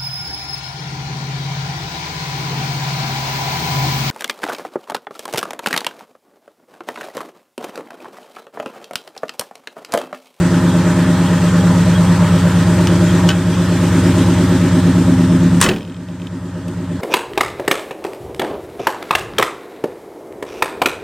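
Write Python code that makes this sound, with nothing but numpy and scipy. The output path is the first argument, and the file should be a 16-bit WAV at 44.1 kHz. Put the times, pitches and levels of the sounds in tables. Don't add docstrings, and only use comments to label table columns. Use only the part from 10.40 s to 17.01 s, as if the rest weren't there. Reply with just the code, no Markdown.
import sys
import numpy as np
from scipy import signal
from scipy.fft import rfft, irfft, next_fast_len
from scipy.io import wavfile
from scipy.ndimage import uniform_filter1d

SR = 44100
rng = np.random.default_rng(int(sys.argv[2]) if len(sys.argv) > 2 else 0)


def store_wav(level_fs):
    pcm = np.round(np.clip(np.atleast_2d(level_fs), -1, 1) * 32767)
    wavfile.write(sys.argv[1], SR, pcm.T.astype(np.int16))


N = 291501
TIME = np.arange(N) / SR

# time in seconds, four-stroke cycles per second.
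ENGINE_SPEED = [(0.0, 8.905), (0.75, 8.823), (1.0, 8.833), (1.25, 8.9), (1.75, 8.675), (2.0, 8.635),
                (2.25, 8.8), (2.5, 8.817), (3.0, 8.682), (3.25, 8.758), (3.75, 8.793), (4.25, 8.704),
                (5.0, 8.945), (5.5, 8.7), (5.75, 8.791), (6.0, 8.755), (6.25, 8.62), (6.61, 8.75)]
# crank angle in degrees, average pulse in dB,
# swell of the muffler shell's ring in dB, swell of the hiss in dB.
CYLINDERS = [(70.87, 4, 4.5, 1.2), (145.8, -0.5, 3, 3), (243.4, 2, -2.5, 2), (331.4, 3.45, 2, 2.5),
             (428.96, 2.5, 0.5, 2.5), (516.7, 4.5, -3.5, 0.5), (605.2, 1.5, 0.5, 0.9), (699.6, 4.5, 1.5, 2)]
CYLINDER_BANK = np.array(list("LLRLRRLR"))
# pitch in Hz, width in Hz, signed strength in the left pipe, in the right.
PIPE_RESONANCES = [(77.5, 15.6, -0.12, -0.58), (89, 27.3, 0.26, 0.82), (125.3, 20.7, 0.32, -0.47),
                   (174.7, 8.1, 0.65, -1.12), (188.3, 39.8, -0.125, 0.164), (259.1, 10.55, 0.13, -0.66),
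                   (265.6, 12.7, -0.35, 0.53), (316.3, 10.8, -0.0011, 0.018), (350, 17.4, 0.022, 0.0087)]
# pitch in Hz, width in Hz, relative strength in dB.
MUFFLER_SHELL = [(464.5, 54, 4), (534.6, 24, 8.5), (604.8, 28, 11.5)]
# pitch in Hz, width in Hz, relative strength in dB.
ENGINE_COVERS = [(815.4, 26, 4), (912, 33, -7), (1275, 15, 2), (1322, 27, -8), (1534, 10, 1.5),
                 (1830, 41, -6)]
# time in seconds, throb in dB,
# drone in dB, growl in dB, upper tones in dB against the growl.
EXHAUST_LEVELS = [(0, -22.5, -14, -21, -4), (.75, -21.5, -13.8, -19.8, -6), (1.1, -21, -13, -22.5, -7),
                  (1.45, -17.5, -11.5, -21.5, -7.5), (1.8, -18, -10.3, -24.5, -2),
                  (2.15, -18, -12, -21.5, -5), (2.5, -17.5, -14, -23, 2), (2.87, -18.5, -12, -20.5, -1.5),
                  (3.2, -18, -13, -21, -2.5), (3.75, -16.5, -15, -17, -3.5),
                  (4.35, -18.5, -13.5, -16.5, -7), (4.65, -18.5, -15, -15, -10),
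                  (5.2, -21, -12, -17.5, -12.5), (5.45, -21.5, -16, -18.5, -9), (6.0, -20, -17.4, -21, -6),
                  (6.6, -20, -15, -17, -9.5)]
# time in seconds, shell ring in dB, clatter in dB, hiss in dB.
BAY_LEVELS = [(0, -27.5, -28, -33.5), (1.5, -27, -27, -32), (3.8, -27, -28, -31), (5.2, -32.5, -32, -36.5),
              (6.6, -29, -31.5, -38)]
# time in seconds, rise and fall about the mean in dB.
SURGE_DEPTH = [(0, 1.5), (2.5, 0.5), (4.3, 4.4), (6.6, 5)]
# pitch in Hz, relative level in dB.
FLOW_SPECTRUM = [(25, -28), (50, -23), (100, -20), (180, -6), (300, -13.5), (420, -18.5), (650, -25.5),
                 (740, -39), (900, -61)]
# pitch in Hz, relative level in dB.
CLATTER_SPECTRUM = [(440, -37), (750, -13), (812, -1.5), (931, 3.5), (1160, -1.5), (1270, -0.5),
                    (1410, -1.5), (1870, -3), (2300, -18), (2990, -59), (5060, -120)]
# pitch in Hz, relative level in dB.
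HISS_SPECTRUM = [(1350, -12.5), (2300, -3), (3050, -3.5), (3250, -2.5), (4380, -7), (6460, -8),
                 (7770, -5.5), (8770, -7.5), (10400, -19), (11600, -14), (13400, -20.5), (14600, -19),
                 (15800, -26)]
# pitch in Hz, likeness (1 same, 0 unrelated, -1 opposite).
PORT_LIKENESS = [(60, 0.94), (130, 0.98), (290, 0.98), (640, 0.95), (1410, 0.99), (3100, 0.92),
                 (6820, 0.18), (15000, -0.51)]
# pitch in Hz, lead in radians.
LEFT_LEAD = [(0, 0), (4300, .2), (8000, .8), (15000, 1.3)]
# pitch in Hz, left minus right in dB.
LEFT_LEAN = [(2380, 0.0), (4400, 0.5), (8120, 0.5), (15000, 3.5)]
# start in seconds, level in dB, strongest ring in Hz,
# bright crack in dB against the blow, seconds to fade by 60 dB.
LATCH_BLOWS = [(2.4717, -10.5, 5300, -1, 0.0096), (2.8892, -2.5, 2940, -16, 0.013),
               (5.203, -19.5, 1700, 2, 0.039), (5.2134, -5.5, 1670, 9, 0.018),
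               (5.2253, -10, 1880, 4, 0.052), (5.2384, -15.5, 2580, 7, 0.084),
               (5.2618, -10, 2020, -14, 0.027), (5.288, -9, 2690, -12, 0.032),
               (5.3128, -23, 2540, -17, 0.041), (5.335, -26, 3110, -18, 0.03),
               (5.3616, -24.5, 2460, -14, 0.03), (6.281, -33, 2640, 6.5, 0.023)]
# pitch in Hz, relative level in dB,
# seconds to fade by 60 dB.
LATCH_MODES = [(1110, -18, .1), (1547, -4.5, 0.19), (1804, -12, 0.22), (2570, -14, 0.29), (3044, 3, 0.094),
               (3820, -8, 0.11), (4600, -11, 0.11), (5330, -7, 0.068), (6730, -11, 0.1), (7440, -11, .05),
               (8540, -15, .05)]
# start in seconds, level in dB.
STRAY_TAPS = [(5.4204, -31), (5.686, -32.5), (5.798, -33), (5.818, -27.5), (5.847, -36), (5.87, -25.5)]
# pitch in Hz, relative level in dB,
# seconds to fade by 60 dB.
ROD_MODES = [(2540, -0.5, .02), (3120, 1, 0.021), (3680, -2, 0.011), (5270, -7, .012)]
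# pitch in Hz, relative level in dB.
CRASH_SPECTRUM = [(290, -34), (500, 5.5), (658, -22), (958, 2.5), (1340, -6), (1840, 1), (2210, -18),
                  (2600, -10), (6000, -17.5), (8490, -1.5), (15800, -55)]
# pitch in Hz, width in Hz, relative strength in dB.
DOOR_SKIN = [(149, 19, -16), (213, 20, 8), (282.5, 19, 3.5), (360, 27, 1.5), (426, 28, -6)]
# centre in seconds, level in dB.
BELT_CHIRPS = [(0.31, -36), (.65, -38), (.76, -37), (0.873, -33), (0.99, -37), (1.211, -35), (1.56, -31),
               (1.68, -35), (2.7, -32), (3.14, -33.5)]
# start in seconds, depth in dB.
LEVEL_DIPS = [(2.89, 3.5), (5.21, 15.5)]

DIP_FALL_S, DIP_HOLD_S, DIP_RECOVER_DB_PER_S = 0.073, 0.072, 6.5
FLOW_DB = -10.5
DRONE_JOINS_DB, GROWL_CREST, DRONE_CREST = 4.2, 0.4, 0.1
SLAM_S, CRASH_DB, CRASH_T60_S = 5.213, -10, 0.33
BOOM_RISE_S, BOOM_DB, BOOM_T60_S = 0.075, -10, 0.37
SHUDDER_S, SHUDDER_GAP_S, SHUDDER_SCATTER_S, SHUDDERS = 5.3842, 0.0227, 0.001, 9
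SHUDDER_DB, SHUDDER_STEP_DB, SHUDDER_SPREAD_DB = -28.5, -0.6, 1.5
CHIRP_HZ = 3270
KNEE = 0.7
EDGE_HZ = 16050


def gain_of(db):
    return 10 ** (np.asarray(db) / 20)


def evened(x):
    return x / np.sqrt(np.mean(x ** 2) + 1e-20)


def read(points, hz):
    f, value = np.transpose(points)
    return np.interp(np.log(hz + 1), np.log(f + 1), value)


def over_time(table):
    s, *columns = np.transpose(table)
    return [np.interp(TIME, s, column) for column in columns]


def add(mix, s, sound):
    part = mix[..., round(s * SR):][..., :sound.shape[-1]]
    part += sound[..., :part.shape[-1]]


def resonate(x, modes):
    size = next_fast_len(len(x) + SR // 4)
    hz = np.fft.rfftfreq(size, 1 / SR)
    response = sum(g / (1 + 2j * (hz - f) / w) for f, w, g in modes)
    return irfft(rfft(x, size) * response, size)[:len(x)]


def resonate_db(x, table):
    return resonate(x, [(f, w, gain_of(db)) for f, w, db in table])


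def band(x, lo_hz, hi_hz, order=4):
    sos = signal.butter(order, [lo_hz, hi_hz], "bandpass", fs=SR, output="sos")
    return evened(signal.sosfiltfilt(sos, x))


def noise(spectrum, patchy_db):
    frames, hz = N // 256 + 5, np.fft.rfftfreq(1024, 1 / SR)
    a, b, c, d, patches = rng.standard_normal((frames, 513, 5)).T
    patches = uniform_filter1d(patches, size=10, axis=0)
    patches = evened(uniform_filter1d(patches, size=12, axis=1))
    same = np.clip(read(PORT_LIKENESS, hz), -1, 1)[:, None]
    left = a + 1j * b
    right = same * left + np.sqrt(1 - same ** 2) * (c + 1j * d)
    right = right * gain_of(-read(LEFT_LEAN, hz))[:, None]
    level = gain_of(read(spectrum, hz)[:, None] + patchy_db * patches)
    both = np.array([left, right]) * level
    return evened(signal.istft(both, nperseg=1024, noverlap=768)[1][:, :N])


def ports(x):
    hz = np.fft.rfftfreq(N, 1 / SR)
    to_right = np.exp(-1j * read(LEFT_LEAD, hz)) * gain_of(-read(LEFT_LEAN, hz))
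    return np.array([x, irfft(rfft(x) * to_right, N)])


def struck(modes, length_s, spread):
    t = np.arange(round(length_s * SR)) / SR
    luck = rng.random((len(modes), 3))
    ring = np.zeros(len(t))
    for (f, db, t60), (strength, tuning, phase) in zip(modes, luck):
        fade = gain_of(db + spread * (strength - 2.5) - 60 * t / t60)
        ring += fade * np.sin(2 * np.pi * (f * (0.98 + 0.0373 * tuning) * t + phase))
    return ring


def softened(x, rise_s=0.00058):
    return x * np.minimum(np.arange(len(x)) / SR / rise_s, 1)


def belt(length_s=0.06):
    out, size = np.zeros(N), round(length_s * SR)
    for s, db in BELT_CHIRPS:
        whistle = evened(resonate(rng.standard_normal(size), [(CHIRP_HZ, 70, 1)]))
        add(out, s - length_s / 2, gain_of(db) * np.hanning(size) * whistle)
    return out


def rattle():
    out, t, k = np.zeros(N), np.arange(SR // 25) / SR, np.arange(SHUDDERS)
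    late, strong = rng.standard_normal((SHUDDERS, 2)).T
    starts = SHUDDER_S + SHUDDER_GAP_S * k + SHUDDER_SCATTER_S * late
    levels = SHUDDER_DB + SHUDDER_STEP_DB * k + SHUDDER_SPREAD_DB * strong
    for s, db in list(zip(starts, levels)) + STRAY_TAPS:
        tick = evened(resonate(rng.standard_normal(len(t)), [(5000, 3000, 1)]))
        tick = 0.19 * tick * gain_of(-60 * t / 0.0085)
        knock = evened(resonate(rng.standard_normal(len(t)), [(3000, 1500, 1)]))
        knock = 0.36 * knock * gain_of(-60 * t / 0.016)
        add(out, s, gain_of(db) * softened(struck(ROD_MODES, 1 / 25, 2.8) + tick + knock))
    return out


def latch(ring_db=-12, scrape=0.6):
    out, t = np.zeros(N), np.arange(SR // 5) / SR
    bright = signal.butter(1, [4500, 8500], "bandpass", fs=SR, output="sos")
    for s, db, hz, treble_db, t60 in LATCH_BLOWS:
        crack = gain_of(treble_db - 60 * t / t60) * signal.sosfilt(bright, rng.standard_normal(len(t)))
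        buzz = 1 + 1.45 * evened(uniform_filter1d(rng.standard_normal(len(t)), size=60))
        grit = evened(resonate(rng.standard_normal(len(t)), [(hz, 1400, 1)]))
        knock = gain_of(-60 * t / t60) * (np.sin(2 * np.pi * hz * t) + scrape * grit)
        ring = gain_of(ring_db) * buzz * struck(LATCH_MODES, 1 / 5, 2.26)
        add(out, s, gain_of(db) * softened(knock + crack + ring))
    return out


def crash():
    hz, t, z = signal.stft(noise(CRASH_SPECTRUM, 2.5), SR, nperseg=256)
    t60 = CRASH_T60_S / (1 + (hz[:, None] / 8000) ** 2)
    z = z * gain_of(CRASH_DB - 60 * np.maximum(t - SLAM_S, 0) / t60)
    return (TIME > SLAM_S) * signal.istft(z, SR, nperseg=256)[1][:, :N]


def boom():
    skin = evened(resonate_db(rng.standard_normal(N), DOOR_SKIN))
    since = TIME - SLAM_S
    rise = np.clip(since / BOOM_RISE_S, 0, 1)
    fade = gain_of(BOOM_DB - 60 * np.maximum(since - BOOM_RISE_S, 0) / BOOM_T60_S)
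    return rise * fade * skin


def level_dips():
    lost_db = np.zeros(N)
    for s, depth_db in LEVEL_DIPS:
        fall = depth_db * np.clip((TIME - s) / DIP_FALL_S, 0, 1)
        recovery = DIP_RECOVER_DB_PER_S * np.maximum(TIME - s - DIP_FALL_S - DIP_HOLD_S, 0)
        lost_db += np.maximum(fall - recovery, 0)
    return gain_of(-lost_db)


def firing_angle():
    return np.transpose(CYLINDERS)[0]


def swell(cycles, db):
    return gain_of(np.interp(cycles % 1 * 720, firing_angle() + 45, db, period=720))


def bay(cycles, knocks):
    _, _, ring_db, hiss_db = np.transpose(CYLINDERS)
    ring, clatter, hiss = map(gain_of, over_time(BAY_LEVELS))
    drive = swell(cycles, ring_db) * (1.1 * evened(knocks) + rng.standard_normal(N))
    shell = band(resonate_db(drive, MUFFLER_SHELL), 325, 683)
    covers = evened(resonate_db(0.63 * evened(knocks) + rng.standard_normal(N), ENGINE_COVERS))
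    rattling = clatter * (noise(CLATTER_SPECTRUM, 1.16) + 0.46 * covers)
    air = hiss * swell(cycles, hiss_db) * noise(HISS_SPECTRUM, 1.44)
    return ring * shell + rattling + air


def firing(cycles, uneven_db=0.6, late_s=0.00007):
    pulse_db = np.transpose(CYLINDERS)[1]
    turn = np.arange(-1, int(cycles[-1]) + 1)[:, None] + firing_angle() / 720
    chance = rng.standard_normal(turn.shape + (2,))
    lead = SR // 4
    known_cycles = np.r_[-ENGINE_SPEED[0][1] / 4, cycles]
    at = np.interp(turn, known_cycles, np.r_[-1 / 4, TIME], right=np.nan) + late_s * chance[..., 0]
    size = gain_of(pulse_db + uneven_db * chance[..., 1])
    exhaust, knocks = np.zeros(N + lead), np.zeros(N)
    for column, side in enumerate("LR"):
        pulses = np.zeros(N + lead + SR)
        fires = (CYLINDER_BANK == side) & np.isfinite(at)
        pulses[np.round(at[fires] * SR).astype(int) + lead] = size[fires]
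        pipe = [(row[0], row[1], row[2 + column]) for row in PIPE_RESONANCES]
        exhaust += resonate(pulses[:N + lead], pipe)
        knocks += pulses[lead:N + lead]
    return exhaust[lead:], knocks


def burble(cycles, exhaust):
    throb, drone, growl, rasp = map(gain_of, over_time(EXHAUST_LEVELS))
    surge_db = over_time(SURGE_DEPTH)[0]
    surge = np.cos(2 * np.pi * (cycles - GROWL_CREST))
    growl = growl * gain_of(surge_db * surge)
    drone_surge = np.cos(2 * np.pi * (cycles - DRONE_CREST))
    drone = drone * gain_of(2 * np.maximum(surge_db - DRONE_JOINS_DB, 0) * drone_surge)
    upper = 0.79 * band(exhaust, 299.7, 332.5, order=2) + band(exhaust, 337.4, 373.3, order=2)
    upper = gain_of(2.0 * surge) * evened(upper)
    low_tones = throb * band(exhaust, 52, 132) + drone * band(exhaust, 129.4, 217)
    growl_tones = growl * (0.71 * band(exhaust, 241, 280.8) + rasp * upper)
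    flow = growl * gain_of(FLOW_DB) * noise(FLOW_SPECTRUM, 0.29)
    return low_tones + growl_tones + flow


def engine():
    cycles = np.cumsum(over_time(ENGINE_SPEED)[0]) / SR
    exhaust, knocks = firing(cycles)
    return level_dips() * (bay(cycles, knocks) + burble(cycles, exhaust))


def scene():
    return ports(belt() + rattle() + latch()) + crash() + boom() + engine()


def record(dry):
    cut = signal.sosfilt(signal.butter(2, 35, "highpass", fs=SR, output="sos"), dry)
    over = np.maximum(abs(cut) - KNEE, 0)
    bent = np.sign(cut) * (1 - KNEE) * np.tanh(over / (1 - KNEE))
    rounded = np.clip(cut, -KNEE, KNEE) + bent
    lowpass = signal.firwin(511, EDGE_HZ, window=("kaiser", 9), fs=SR)
    return signal.oaconvolve(rounded, lowpass[None], "same")


dry = scene()
out = record(dry)
store_wav(out)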